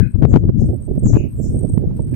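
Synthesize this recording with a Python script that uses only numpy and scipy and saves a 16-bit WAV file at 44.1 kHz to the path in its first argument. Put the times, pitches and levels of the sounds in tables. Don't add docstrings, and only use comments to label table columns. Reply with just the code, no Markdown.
import sys
import numpy as np
from scipy import signal
from scipy.fft import rfft, irfft, next_fast_len
from scipy.io import wavfile
from scipy.ndimage import uniform_filter1d

SR = 44100
rng = np.random.default_rng(int(sys.argv[2]) if len(sys.argv) > 2 else 0)


def digitize_waveform(pressure):
    field = np.atleast_2d(pressure).T
    bounded = np.clip(field, -1, 1)
    quanta = np.round(bounded * 32767).astype(np.int16)
    wavfile.write(sys.argv[1], SR, quanta)


def elevation(decibels):
    levels = np.asarray(decibels, float)
    return 10 ** (levels / 20)


N = 95167

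# (time [s], level [dB])
GUST_LEFT = [(0, -7.5), (.06, -12), (.115, -30), (.14, -56), (.16, -19), (.3, -10.5), (.52, -19.5),
             (.66, -13), (.78, -32), (.89, -31), (1.03, -24), (1.1, -6.5), (1.18, -18.5), (1.24, -30),
             (1.5, -25.5), (1.64, -30.5), (1.84, -25), (2.16, -23)]
GUST_RIGHT = [(0, -36), (.08, -42), (.2, -25), (.26, -28), (.33, -16.5), (.47, -26.5), (.55, -25),
              (.62, -21), (.7, -15.5), (.81, -23.5), (.9, -29.5), (1.08, -18), (1.25, -19.5), (1.32, -30.5),
              (1.4, -16), (1.6, -18.5), (1.97, -22.5), (2.16, -18.5)]
# (time [s], level [dB], length [s])
PUFFS_LEFT = [(.025, -7, 0.028), (.16, -8.5, 0.0089), (.192, -10.5, 0.027), (.445, -8, 0.031),
              (.489, -11, 0.042), (.569, -10, 0.079), (.627, -9, 0.082), (.698, -11.5, 0.022),
              (.912, -14.5, 0.0089), (.984, -17, 0.028), (1.045, -6, 0.01), (1.358, -21.5, 0.052),
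              (1.495, -15.5, 0.032), (1.56, -19.5, 0.12), (1.71, -17.5, 0.047), (1.796, -22, 0.02),
              (1.919, -20, 0.033), (2.098, -47, 0.012)]
PUFFS_RIGHT = [(0.213, -18.5, 0.018), (0.434, -22.5, 0.012), (0.462, -13, 0.023), (0.645, -14, 0.023),
               (0.723, -19.5, 0.075), (0.933, -15.5, 0.13), (1.032, -11, 0.024), (1.205, -11.5, 0.017),
               (1.254, -14, 0.049), (1.401, -22, 0.02), (1.443, -13.5, 0.01), (1.52, -44.5, 0.016),
               (1.563, -18, 0.088), (1.562, -15.5, 0.033), (1.644, -11.5, 0.037), (1.693, -15, 0.0067),
               (1.83, -18, 0.25), (1.897, -12.5, 0.01), (1.95, -24.5, 0.012), (2.005, -18.5, 0.05),
               (2.043, -21.5, 0.069), (2.128, -24, 0.062)]
# (time [s], level [dB], length [s])
SLAMS_LEFT = [
    (.243, -1.5, .042),
    (.35, -.5, .05),
    (1.145, -5, .036),
]
# (time [s], peak [dB], swing [Hz], negative when the push comes first)
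JOLTS_LEFT = [(.0075, 3, 105), (.0178, 0, 130), (.148, -1, -85), (.2248, 4, -200), (.237, 5, 128),
              (.2487, 3, -240), (.2535, 4, 105), (.336, 4.5, 75), (.3423, 4, 200), (.3515, 3.5, 130),
              (.3598, 4, -130), (.3712, 3, 240), (.439, -3, 100), (.6256, -1.5, -150), (1.069, 1.5, -150),
              (1.097, -4, -110), (1.1345, 4, 100), (1.154, 2.5, -120), (1.875, -3, 125)]
JOLTS_RIGHT = [(.3635, -.5, 150), (.4937, 3, 147), (.6428, -4, -140), (.979, -2.5, 155), (1.0583, 1, 175),
               (1.1705, 3, 250), (1.649, -3, 155), (1.739, -1, 108), (1.7774, 2.3, 170), (2.004, -5, -125),
               (2.1305, -6.5, 200)]
# (time [s], level [dB], length [s])
FLUTTERS_LEFT = [(.007, -16, 0.0087), (.155, -26.5, 0.017), (.252, -3.5, 0.0065), (.3, -29, 0.23),
                 (.341, -15, 0.014), (.362, -3.5, 0.011), (.436, -24.5, 0.033), (.6, -28.5, .03),
                 (.62, -17, 0.014), (1.107, -50, 0.019), (1.16, -21, 0.07)]
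FLUTTERS_RIGHT = [(.22, -22.5, 0.019), (.465, -29, .01), (.497, -20, 0.018), (.642, -25, .013),
                  (.7, -21, 0.038), (.74, -23, 0.04), (.885, -23, 0.019), (.916, -17.5, 0.013),
                  (.98, -18.5, 0.0096), (1.036, -24.5, 0.018), (1.062, -23.5, 0.024), (1.103, -20.5, 0.016),
                  (1.17, -16, 0.0086), (1.4, -25, 0.023), (1.546, -18.5, 0.0081), (1.612, -21.5, 0.008),
                  (1.779, -19.5, 0.0066), (1.649, -17.5, 0.015), (1.7, -21.5, 0.0033),
                  (1.838, -21.5, 0.034), (1.913, -39.5, 0.0056), (1.997, -22, 0.0062)]
# (frequency [Hz], density [dB per Hz])
THUMP_COLOUR = [(15, -31), (25, -7), (50, -3), (85, 1), (118, 0.5), (165, -5), (250, -10), (340, -20),
                (430, -40.5)]
FLUTTER_COLOUR = [(220, -10), (330, 6), (450, -1.5), (650, -12), (850, -28), (1050, -50), (2000, -64),
                  (3500, -76)]
# (time [s], length [s], from [Hz], to [Hz], level [dB], left-right [dB])
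WHISTLES = [(0.272, 0.021, 7900, 7610, -59.5, 10), (0.285, 0.018, 7500, 5740, -44, 3.5),
            (0.581, 0.011, 7640, 4650, -45.5, 8), (.583, 0.013, 6800, 6920, -55, 3),
            (.584, 0.011, 5430, 5380, -51, 7), (1.0317, 0.054, 7700, 5230, -36.5, 11.5),
            (1.351, 0.035, 7670, 7250, -58, 17.5), (1.393, 0.054, 7710, 6480, -46.5, 14),
            (1.412, 0.025, 6260, 5770, -51.5, 19), (1.423, 0.014, 5560, 5110, -46.5, 8),
            (1.15, 0.05, 2966, 1973, -46.5, 14.5), (1.19, 0.041, 2990, 2170, -54, 17),
            (1.091, .08, 7660, 5990, -46.5, 12.5), (1.135, .03, 2314, 2890, -47.5, 19),
            (1.22, 0.035, 2303, 2870, -62, 6.5), (-.025, 0.047, 1751, 1387, -39, 8),
            (-.02, 0.048, 1926, 2570, -53, 21.5), (-.005, 0.035, 4130, 3976, -64.5, 8),
            (.012, 0.02, 2410, 2700, -51, 19)]
# (time [s], level [dB])
CICADA = [(0, -73.5), (.09, -76), (.11, -55.5), (.15, -71.5), (.56, -85.5), (.61, -61), (.78, -66),
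          (.85, -56.5), (.92, -72), (1, -52.5), (1.05, -60.5), (1.26, -105), (1.29, -58.5), (1.5, -55.5),
          (1.57, -48), (1.75, -51.5), (1.9, -100), (1.945, -58)]
# (centre [Hz], width [Hz], level [dB])
CHORUS = [(11060, 160, -81), (11510, 280, -79.5), (12250, 300, -80), (12600, 300, -87), (13050, 150, -84),
          (13500, 200, -91.5), (14200, 400, -84.5), (15050, 500, -86.5)]
# (time [s], level [dB])
CHORUS_SWELL = [(0, -0.5), (.4, -7.5), (.7, 0), (1.5, 3.5), (2.16, -2)]
# (frequency [Hz], density [dB per Hz])
LEAVES_COLOUR = [(500, 1.5), (1000, 6), (2000, -3.5), (3500, -9), (7500, -14), (9500, -12.5),
                 (13000, -15.5), (16000, -38)]
# (time [s], level [dB])
LEAVES_SWELL = [(0, -4), (1.0, 0), (1.8, 1.5), (2.04, 2.5), (2.16, 7)]
# (time [s], level [dB], length [s])
RATTLES = [
    (.156, -49.5, 0.022),
    (.24, -32, 0.038),
    (.35, -32.5, 0.057),
    (.445, -47, 0.022),
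    (.64, -54, .03),
    (1.15, -37.5, 0.049),
]
# (frequency [Hz], density [dB per Hz])
RATTLE_COLOUR = [(400, -27), (700, 4.5), (1300, -7), (2500, -19.5), (5000, -33), (9000, -44.5)]
# (time [s], peak [dB], left-right [dB], decay T60 [s], ring
# [Hz])
TICKS = [
    (1.8134, -44, -16, .0015, 1200),
    (1.909, -34, -14, .018, 850),
    (1.9925, -29, -14, .022, 900),
    (2.1428, -33, -16, .007, 2350),
]

EVENNESS, EVEN_S, PUFF_SHARPNESS = 0.5, 0.026, 2.81
JOLT_CYCLES, JOLT_LEAN_RAD = .5, .6
GUST_FLUTTER_DB, FLUTTER_LUMPS_DB, FLUTTER_FOLLOWS = [-23, -10], 3, 1.36
WHISTLE_FADE_DB, OVERTONE_DB, WARBLE_SHARE = -15, -26, .012
CALL_LEAD_S, DIRECT_DB = .06, -10
FOREST_BUILD_S, FOREST_T60_S, FOREST_FALL = .014, .22, 1.4
CICADA_HZ, CICADA_WIDTH_HZ, CICADA_THROB_DB = 8456, 130, 4
CICADA_LEFT_RIGHT_DB = [[4], [-26.5]]
LEAVES_DB = -65.5
TICK_RISE, TICK_HISS_DB, TICK_HISS_LASTS = .12, -16.5, 2
CEILING, KNEE = 1.03, 55


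def in_time(rows):
    s, value = np.transpose(rows)
    return np.interp(np.arange(N) / SR, s, value)


def rms_one(x):
    return x / np.sqrt(np.mean(x ** 2))


def coloured(spectrum):
    hz, db = np.transpose(spectrum)
    log_bins = np.log(np.arange(N // 2 + 1) * SR / N + 1)
    gain = elevation(np.interp(log_bins, np.log(hz), db, left=-60, right=-99))
    return rms_one(irfft(rfft(rng.standard_normal((2, N))) * gain, N))


def drift(rate_hz):
    sos = signal.butter(2, rate_hz, fs=SR, output="sos")
    return rms_one(signal.sosfilt(sos, rng.standard_normal(N + SR))[SR:])


def narrow(hz, width_hz):
    sos = signal.butter(2, [hz - width_hz / 2, hz + width_hz / 2], "band", fs=SR, output="sos")
    return rms_one(signal.sosfilt(sos, rng.standard_normal((2, N))))


def evened(x):
    envelope = np.abs(signal.hilbert(x, next_fast_len(N))[:, :N])
    return rms_one(x / uniform_filter1d(envelope, int(EVEN_S * SR)) ** EVENNESS)


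def bells(rows):
    t = np.arange(N) / SR
    return sum(elevation(db) ** 2 * np.exp(-np.abs(PUFF_SHARPNESS * (t - s) / length) ** 3)
               for s, db, length in rows)


def wind():
    left = elevation(in_time(GUST_LEFT)) ** 2 + bells(PUFFS_LEFT + SLAMS_LEFT)
    right = elevation(in_time(GUST_RIGHT)) ** 2 + bells(PUFFS_RIGHT)
    thump_power = np.array([left, right])
    lumps_power = np.array([elevation(db + FLUTTER_LUMPS_DB * drift(25)) ** 2 for db in GUST_FLUTTER_DB])
    flutter_power = lumps_power * thump_power ** FLUTTER_FOLLOWS
    flutter_power += [bells(FLUTTERS_LEFT), bells(FLUTTERS_RIGHT)]
    thump = np.sqrt(thump_power) * evened(coloured(THUMP_COLOUR))
    flutter = np.sqrt(flutter_power) * evened(coloured(FLUTTER_COLOUR))
    return jolts(thump) + flutter


def jolts(thump):
    t, out = np.arange(N) / SR, thump.copy()
    for port, rows in enumerate([JOLTS_LEFT, JOLTS_RIGHT]):
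        for s, db, hz in rows:
            bell = np.exp(-((t - s) * hz / JOLT_CYCLES) ** 2)
            swing = np.sin(2 * np.pi * hz * (t - s) + JOLT_LEAN_RAD)
            out[port] = out[port] * (1 - np.sqrt(bell)) + elevation(db) * bell * swing
    return out


def birds():
    lead = int(CALL_LEAD_S * SR)
    calls, warble = np.zeros((2, N)), 1 + WARBLE_SHARE * drift(520)
    for s, length, from_hz, to_hz, db, pan_db in WHISTLES:
        u = np.linspace(0, 1, int(length * SR))
        start = int(s * SR) + lead
        span = slice(start, start + len(u))
        phase = 2 * np.pi * np.cumsum((from_hz + (to_hz - from_hz) * u) * warble[span]) / SR
        tone = np.sin(phase) + elevation(OVERTONE_DB) * np.sin(2 * phase)
        tone *= np.sqrt(np.abs(np.sin(np.pi * u)))
        calls[:, span] += elevation(db + WHISTLE_FADE_DB * u + [[pan_db / 2], [-pan_db / 2]]) * tone
    t = np.arange(SR // 2) / SR
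    decay = elevation(-60 * (t / FOREST_T60_S) ** FOREST_FALL)
    scatter = rng.standard_normal((2, len(t))) * decay * (1 - np.exp(-t / FOREST_BUILD_S))
    scatter /= np.sqrt(np.sum(scatter ** 2) / 8)
    echoed = signal.fftconvolve(calls, scatter, axes=1)[:, lead:N + lead]
    return echoed + elevation(DIRECT_DB) * np.roll(calls, -lead, axis=1)


def insects():
    effort_db = in_time(CICADA) + CICADA_THROB_DB * drift(37) + CICADA_LEFT_RIGHT_DB
    cicada = elevation(effort_db) * narrow(CICADA_HZ, CICADA_WIDTH_HZ)
    chorus = sum(elevation(db + 5.5 * drift(7.2)) * narrow(hz, width_hz) for hz, width_hz, db in CHORUS)
    return cicada + elevation(in_time(CHORUS_SWELL) + [[3], [-1]]) * chorus


def leaves():
    return elevation(LEAVES_DB + in_time(LEAVES_SWELL) + 2.0 * drift(24)) * coloured(LEAVES_COLOUR)


def rattle():
    grain = elevation(4.05 * drift(100)) * coloured(RATTLE_COLOUR)
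    return np.sqrt(bells(RATTLES)) * grain * [[1], [0]]


def ticks():
    t, out, noise = np.arange(N) / SR, np.zeros((2, N)), rng.standard_normal(N)
    for s, db, pan_db, t60, hz in TICKS:
        age = np.abs(t - s)
        ring = elevation(-60 * age / t60) * (1 - np.exp(-age / (TICK_RISE * t60)))
        ring *= np.cos(2 * np.pi * hz * age)
        hiss = elevation(TICK_HISS_DB - 60 * age / (TICK_HISS_LASTS * t60)) * noise
        hiss *= (hz / 2400) ** 4
        out += (t > s) * elevation(db + np.array([[pan_db / 2], [-pan_db / 2]])) * (ring + hiss)
    return out


def scene():
    return wind() + birds() + insects() + leaves() + rattle() + ticks()


def roll_off(x):
    return signal.sosfilt(signal.butter(12, 15700, fs=SR, output="sos"), x)


def record(dry):
    rounded = CEILING * dry / (1 + np.abs(dry) ** KNEE) ** (1 / KNEE)
    return roll_off(np.clip(rounded, -1, 1))


dry = scene()
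out = record(dry)
digitize_waveform(out)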